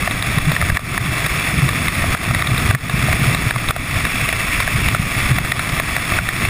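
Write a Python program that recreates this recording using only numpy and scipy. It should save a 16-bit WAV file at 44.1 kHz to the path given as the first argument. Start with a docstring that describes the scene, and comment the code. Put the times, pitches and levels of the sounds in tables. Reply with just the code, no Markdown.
"""Skeleton sled on an ice track

Heard from a small camera housing on the rider's back. Steel runners scrape and judder over the ice,
the rough track and its bumps shake the sled, and turbulent air buffets the housing.
The camera mount rattles, and clacks at hard jolts; each loud clack pushes the limiter down,
and the hiss swells back."""
import sys
import numpy as np
from scipy import signal
from scipy.fft import rfft, irfft
from scipy.io import wavfile
from scipy.ndimage import uniform_filter1d, minimum_filter1d

SR = 44100
rng = np.random.default_rng(int(sys.argv[2]) if len(sys.argv) > 2 else 0)


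def waveform_to_disk(signal):
    """Save audio, clipped to [-1, 1], as 16-bit WAV at the path in sys.argv[1]."""
    frames = np.transpose(np.atleast_2d(signal))
    scaled = np.clip(frames, -1, 1) * 32767
    samples = np.round(scaled).astype(np.int16)
    wavfile.write(sys.argv[1], SR, samples)


N = 286209


def from_db(db):
    """Amplitude ratio of a level in decibels."""
    return 10 ** (np.asarray(db) / 20)


def rms_one(x):
    """Normalisation to an rms of 1."""
    return x / np.sqrt(np.mean(x ** 2) + 1e-20)


def in_time(rows):
    """Linear interpolation of each column of a curve, at every sample."""
    times, *columns = np.transpose(rows)
    return [np.interp(np.arange(N) / SR, times, column) for column in columns]


def colour(x, spectrum):
    """Spectral shaping by a smooth curve that falls 12 dB per octave beyond its ends."""
    hz, db = np.transpose(spectrum)
    f = np.maximum(np.arange(N // 2 + 1) * SR / N, 1)
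    gain = from_db(np.interp(np.log(f), np.log(hz), db))
    outside = np.minimum(f / hz[0], 1) * np.minimum(hz[-1] / f, 1)
    return irfft(rfft(x) * gain * outside ** 2, N)


def drift(rate_hz):
    """Random fluctuation of rms 1, mostly slower than rate_hz."""
    f = np.arange(N // 2 + 1) * SR / N
    band = f / (f + 2) / (1 + (f / rate_hz) ** 2)
    return rms_one(irfft(rfft(rng.standard_normal(N)) * band, N))


def lumpy_noise(spectrum, lump_db, rate_hz, swing):
    """Random amplitude modulation of noise, with soft saturation of the largest swings; rms 1."""
    noise = colour(rng.standard_normal(N), spectrum)
    analytic = signal.hilbert(rms_one(noise * from_db(lump_db * drift(rate_hz))))
    return rms_one(analytic.real / (1 + (np.abs(analytic) / swing) ** 4) ** .25)


# spectrum of the buffeting: (frequency [Hz], relative level [dB])
WIND_SPECTRUM = [(14, 4.5), (25, -0.5), (45, 0.5), (70, 0), (100, 2), (200, -13), (400, -32)]
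# the headwind, which drops in the lee of the first long curve: (time [s], level [dB])
HEADWIND_LEVEL = [(0, -27.5), (.7, -21.5), (1.4, -39), (2.1, -22.5), (2.9, -29), (3.7, -24.5), (4.5, -24),
                  (5.7, -24.5), (6.49, -23.5)]
# gusts into and out of the curves: (time [s], level above the headwind [dB])
CURVE_GUSTS = [(.72, 7), (3.12, 3.5), (3.72, 5.5), (5.34, 10.5), (6.18, 10.5)]
def wind(gust_s=0.092):
    """Turbulence: pressure fluctuations buffet the housing and swell with each gust."""
    t = np.arange(N) / SR
    headwind_db, = in_time(HEADWIND_LEVEL)
    gust_db = sum(db * np.exp(-((t - s) / gust_s) ** 2) for s, db in CURVE_GUSTS)
    buffeting = lumpy_noise(WIND_SPECTRUM, lump_db=5.0, rate_hz=19, swing=5.7)
    return from_db(headwind_db + gust_db) * buffeting


# spectrum of the sled's vibration: (frequency [Hz], relative level [dB])
RUMBLE_SPECTRUM = [(50, -1.5), (85, -3), (125, 1), (165, -2), (205, -8), (290, -11.5), (400, -20.5),
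                   (550, -28), (900, -30.5)]
# rumble from track roughness, eased in the banked curves: (time [s], relative level [dB])
ROUGHNESS = [(0, -26), (.3, -23.5), (.65, -20), (1.05, -17.5), (1.3, -23.5), (1.5, -22.5), (1.63, -18.5),
             (2, -21.5), (2.4, -19), (3.3, -17), (3.62, -22.5), (3.85, -20.5), (4.6, -28), (4.95, -17),
             (5.12, -25), (5.35, -18.5), (5.9, -24), (6.49, -20.5)]
def rumble():
    """Forced vibration: the rough track shakes the sled at low frequencies."""
    level_db, = in_time(ROUGHNESS)
    return from_db(level_db + 0.8) * lumpy_noise(RUMBLE_SPECTRUM, lump_db=2.0, rate_hz=24, swing=6.1)


# big bumps in the ice: (time [s], relative peak level [dB], frequency [Hz], envelope half-width [s])
ICE_BUMPS = [(0.377, -7.5, 142, 0.01), (.49, -5.5, 151, 0.025), (1.019, -9, 118, 0.017),
             (1.64, -9, 129, 0.023), (2.09, -12, 88, 0.015), (2.305, -10, 127, 0.031),
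             (2.519, -6, 116, 0.017), (2.712, -6.5, 100, 0.027), (2.755, 3, 132, 0.018),
             (2.943, -2, 144, 0.0059), (3.041, -5.5, 138.5, 0.0087), (3.105, -6.5, 100, .015),
             (3.226, -7, 142, 0.016), (3.285, -7, 125, .019), (3.472, -5.5, 113, .012),
             (3.569, -7, 125, .021), (4.759, -5.5, 121, 0.01), (4.94, -5.5, 120, 0.016),
             (5.0, 1.5, 130, .005), (5.32, -6.5, 130, 0.029)]
def bumps():
    """Transient vibration: each bump swings sled and rider for a few cycles in a Gaussian envelope."""
    out, t = np.zeros(N), np.arange(N) / SR
    for (s, db, hz, half_width_s), phase in zip(ICE_BUMPS, rng.random(len(ICE_BUMPS))):
        near = np.abs(t - s) < 2 * half_width_s
        since = t[near] - s
        envelope = from_db(db) * np.exp(-2 * (since / half_width_s) ** 2)
        out[near] += envelope * np.sin(2 * np.pi * (hz * since + phase))
    return out


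# resonances and dips of the housing: (frequency [Hz], bandwidth [Hz], gain [dB])
HOUSING_RESPONSE = [(677, 217, 9.5), (873, 165, -3), (1191, 536, 14.5), (1898, 596, 9.5), (2316, 554, 10.5),
                    (2647, 130, 7.5), (3090, 580, -5), (3427, 310, 7), (5500, 600, 3.5), (6034, 547, -31),
                    (6470, 790, 9.5), (8520, 280, 8.5), (8780, 210, -4.5), (9790, 1400, 17.5),
                    (10850, 830, 11), (11400, 770, -26.5), (12900, 380, -4), (13400, 460, 9.5),
                    (14400, 1230, 19)]
def housing(x):
    """Resonance and antiresonance: the plastic shell rings at some frequencies and blocks others."""
    for hz, width_hz, db in HOUSING_RESPONSE:
        tuning = -2 * np.cos(2 * np.pi * hz / SR)
        damping, gain = np.tan(np.pi * width_hz / SR), from_db(db / 2)
        numerator = [1 + damping * gain, tuning, 1 - damping * gain]
        denominator = [1 + damping / gain, tuning, 1 - damping / gain]
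        x = signal.lfilter(numerator, denominator, x + 1e-18)
    return x


def damped_mode(t, phase, hz, rise_s):
    """Damped oscillation: a mode swells until rise_s, then dies away."""
    envelope = (t / rise_s * np.exp(1 - t / rise_s)) ** 2
    return envelope * np.sin(2 * np.pi * (hz * t + phase))


def mount_impacts(rows, length_s, attack_s, tail, crunch, crunch_hz, sag):
    """Impact excitation: three modes of the mount ring, with a gritty crunch through the housing."""
    out, t = np.zeros(N + SR), np.arange(SR // 40) / SR
    # full force while the parts touch, then a weaker dying ring
    attack = 1 - np.exp(-(t / attack_s) ** 2)
    contact = attack * ((1 - tail) * np.exp(-(t / length_s) ** 4) + tail * np.exp(-t / length_s))
    noises = rng.standard_normal((len(rows), len(t)))
    grits = housing(signal.lfilter(*signal.butter(1, crunch_hz, fs=SR), noises * contact))
    for (s, db, hz, bright_db), phases, grit in zip(rows, noises[:, :3], grits):
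        # the ring sinks a little as the contact loosens
        pitch = hz * (1 + sag * (np.exp(-2 * t / length_s) - np.exp(-1)))
        ring = contact * np.sin(2 * np.pi * (np.cumsum(pitch) / SR + phases[0]))
        # harder jolts put more of their force into the ring, less into hollow knock and thin tick
        yield_db = 0.55 * max(db, 0)
        knock = from_db(-14 - bright_db - yield_db) * damped_mode(t, phases[1], hz=670, rise_s=.0024)
        tick = from_db(-12.5 + bright_db - yield_db) * damped_mode(t, phases[2], hz=3696, rise_s=.00092)
        grit_gain = crunch * from_db(0.23 * bright_db) * np.std(ring)  # bright clacks are grittier
        clack = ring + knock + tick + grit_gain * rms_one(grit)
        # the harder the jolt, the more the swing is squashed against the mount's stops
        drive = np.clip(0.42 + db / 16, .3, 1.8)
        clack = np.tanh(drive * clack / np.abs(clack).max())
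        start = max(round((s - length_s / 2) * SR), 0)
        out[start:start + len(t)] += from_db(db) * clack / np.abs(clack).max()
    return out[:N]


def rattle(count, peak_db, spread_db, bright_db):
    """Contact chatter: the mount ticks lightly at random times and pitches; few ticks are strong."""
    when, size, pitch, bright = rng.random((count, 4)).T
    level_db = peak_db - spread_db * np.sqrt(size)
    ring_hz = 1100 + 1400 * pitch
    rows = np.transpose([when * N / SR, level_db, ring_hz, bright_db * (2 * bright - 1)])
    return mount_impacts(rows, length_s=.0023, attack_s=.00022, tail=.37,
                         crunch=.79, crunch_hz=7000, sag=.1)


# hard jolts: (time [s], relative peak level [dB], ring frequency [Hz], brightness [dB])
# brightness raises the tick and lowers the knock
JOLTS = [(.077, -1.5, 1860, -8.5), (.112, -4.5, 2170, 13), (.226, -2.5, 2270, 11), (.386, -1, 1150, 8),
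         (.519, -2.5, 1950, 2), (.566, 2, 1850, -2), (.615, 0.5, 1840, 2), (.626, -1, 1240, -6),
         (.702, 6.5, 1720, -4), (.772, 17, 1830, 7), (.794, 2, 1250, 1), (.979, 6.5, 1840, 0),
         (1.265, -2.5, 1784, 10), (1.691, -2.5, 1226, 8), (1.884, -1, 2120, 11), (2.042, -7, 1280, -15),
         (2.15, 4.5, 1300, -5), (2.311, -6, 1250, -16), (2.349, 1, 1940, 5), (2.424, 2, 1840, 8),
         (2.474, -0.5, 2100, 21), (2.58, -1.5, 2150, 15), (2.711, 6.5, 1630, -4), (2.75, 13.5, 1850, -3),
         (2.898, -2, 1780, -1), (3.086, -9, 1240, -19), (3.13, -1, 1950, 1), (3.349, 2.5, 1210, 8),
         (3.51, 6.5, 1800, 3), (3.562, 0, 1180, -4), (3.688, -6, 2220, 20), (3.709, 13, 1266, 5),
         (3.764, 3, 1290, -7), (4.053, -2.5, 1780, 8), (4.291, -1, 2180, 3), (4.328, -0.5, 1840, -4),
         (4.604, 0.5, 1100, 6), (4.678, 1.5, 1710, -6), (4.887, 4, 2300, 7), (4.949, 5, 1400, -8.5),
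         (5.386, 4.5, 1910, -1), (5.45, -3, 1250, -4), (5.521, 6.5, 1930, -5), (5.595, -1, 1420, 3),
         (5.8, 4.5, 1840, 5), (5.967, 0.5, 1800, -1), (6.122, -4, 1230, -10), (6.189, 7, 1486, -9),
         (6.29, 5, 1890, 5), (6.453, 0.5, 2280, 4)]
def clacks():
    """Shock excitation: each hard jolt makes the mount clack for a few milliseconds."""
    return mount_impacts(JOLTS, length_s=.0035, attack_s=.00034, tail=.56,
                         crunch=1.0, crunch_hz=3800, sag=.19)


def ice_fractures(per_s, spread_db):
    """Brittle fracture: the ice gives random clicks, mostly small, a few large; rms 1."""
    sizes = from_db(spread_db * np.minimum(rng.exponential(1, N), 4))
    signs = rng.choice([-1, 1], N)
    breaks = rng.random(N) < per_s / SR
    return rms_one(sizes * signs * breaks)


# scrape of the runners as they press on the ice: (time [s], level [dB])
SCRAPE_LEVEL = [(0, -23.5), (.45, -21.5), (.8, -18.5), (1.35, -19.5), (1.57, -22), (1.8, -20.5),
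                (3.1, -19.5), (4.5, -20), (4.95, -18), (5.6, -20), (6.49, -18)]
# how hard the edges bite: (time [s], gain of the runners' ring over the rest of the scrape [dB])
EDGE_BITE = [(0, -1), (1.5, 0.5), (2.4, -2), (3, 0.5), (3.6, -1), (4.25, 3.4), (4.95, 2.8), (5.55, -2),
             (6.49, 1)]
# spectra of scrape and ice spray before the housing: (frequency [Hz], relative level [dB])
SCRAPE_SPECTRUM = [(250, 12), (400, 6), (600, 0.5), (1000, -1), (2000, 0.5), (3500, 3.5), (5000, -8.5),
                   (8000, -15)]
SPRAY_SPECTRUM = [(2500, -2.5), (4000, 0.5), (5500, 11), (8000, -0.5), (11000, -8), (15000, -12.5)]
def runners(ring_band_hz=(2140, 3160), spray_db=-8):
    """Sliding friction: steel grinds over ice; juddering contact pressure drives scrape and spray."""
    scrape_db, = in_time(SCRAPE_LEVEL)
    bite_db, = in_time(EDGE_BITE)
    pressure = from_db(drift(rate_hz=42) + 1.13 * drift(rate_hz=200))
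    fractures = ice_fractures(per_s=4000, spread_db=2.0)
    grinding = colour(fractures + 0.63 * rng.standard_normal(N), SCRAPE_SPECTRUM)
    flicker = from_db(0.21 * drift(rate_hz=72))
    scrape = rms_one(housing(grinding * pressure * flicker))
    hiss = colour(0.32 * fractures + rng.standard_normal(N), SPRAY_SPECTRUM)
    spray = rms_one(housing(hiss * pressure))
    # under load the steel rings more and the dull scrape gives way
    ring = signal.sosfilt(signal.butter(1, ring_band_hz, "band", fs=SR, output="sos"), scrape)
    scrape = ring * from_db(bite_db / 2) + (scrape - ring) * from_db(-bite_db / 2)
    return from_db(scrape_db) * (scrape + from_db(spray_db) * spray)


def scene():
    """Superposition: sled, mount, runners and wind add at one nearby microphone."""
    shaking = rumble()
    mount = from_db(0.24) * clacks() + rattle(count=80, peak_db=-11.0, spread_db=8.5, bright_db=2)
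    return (shaking + mount + runners() + from_db(0.8) * bumps() + wind())[None]


def limiter(x, ceiling_db, release_s):
    """Peak limiting: the gain drops at once for peaks over the ceiling and recovers exponentially."""
    level_db = 20 * np.log10(np.abs(x).max(axis=0) + 1e-9)
    over_db = np.maximum(level_db - ceiling_db, 1e-6)
    age = np.arange(N) / SR / release_s
    held_db = np.exp(np.maximum.accumulate(np.log(over_db) + age) - age)
    # a millisecond of look-ahead rounds the attack
    return x * uniform_filter1d(minimum_filter1d(from_db(-held_db), size=45), size=45)


def record(dry):
    """Peak and band limiting: the camera holds the level down and cuts the highest treble."""
    limited = limiter(dry, ceiling_db=-3.5, release_s=0.14)
    cutoff_hz = 14950
    return signal.sosfilt(signal.ellip(10, .2, 80, cutoff_hz, fs=SR, output="sos"), limited)


dry = scene()
out = record(dry)
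waveform_to_disk(out)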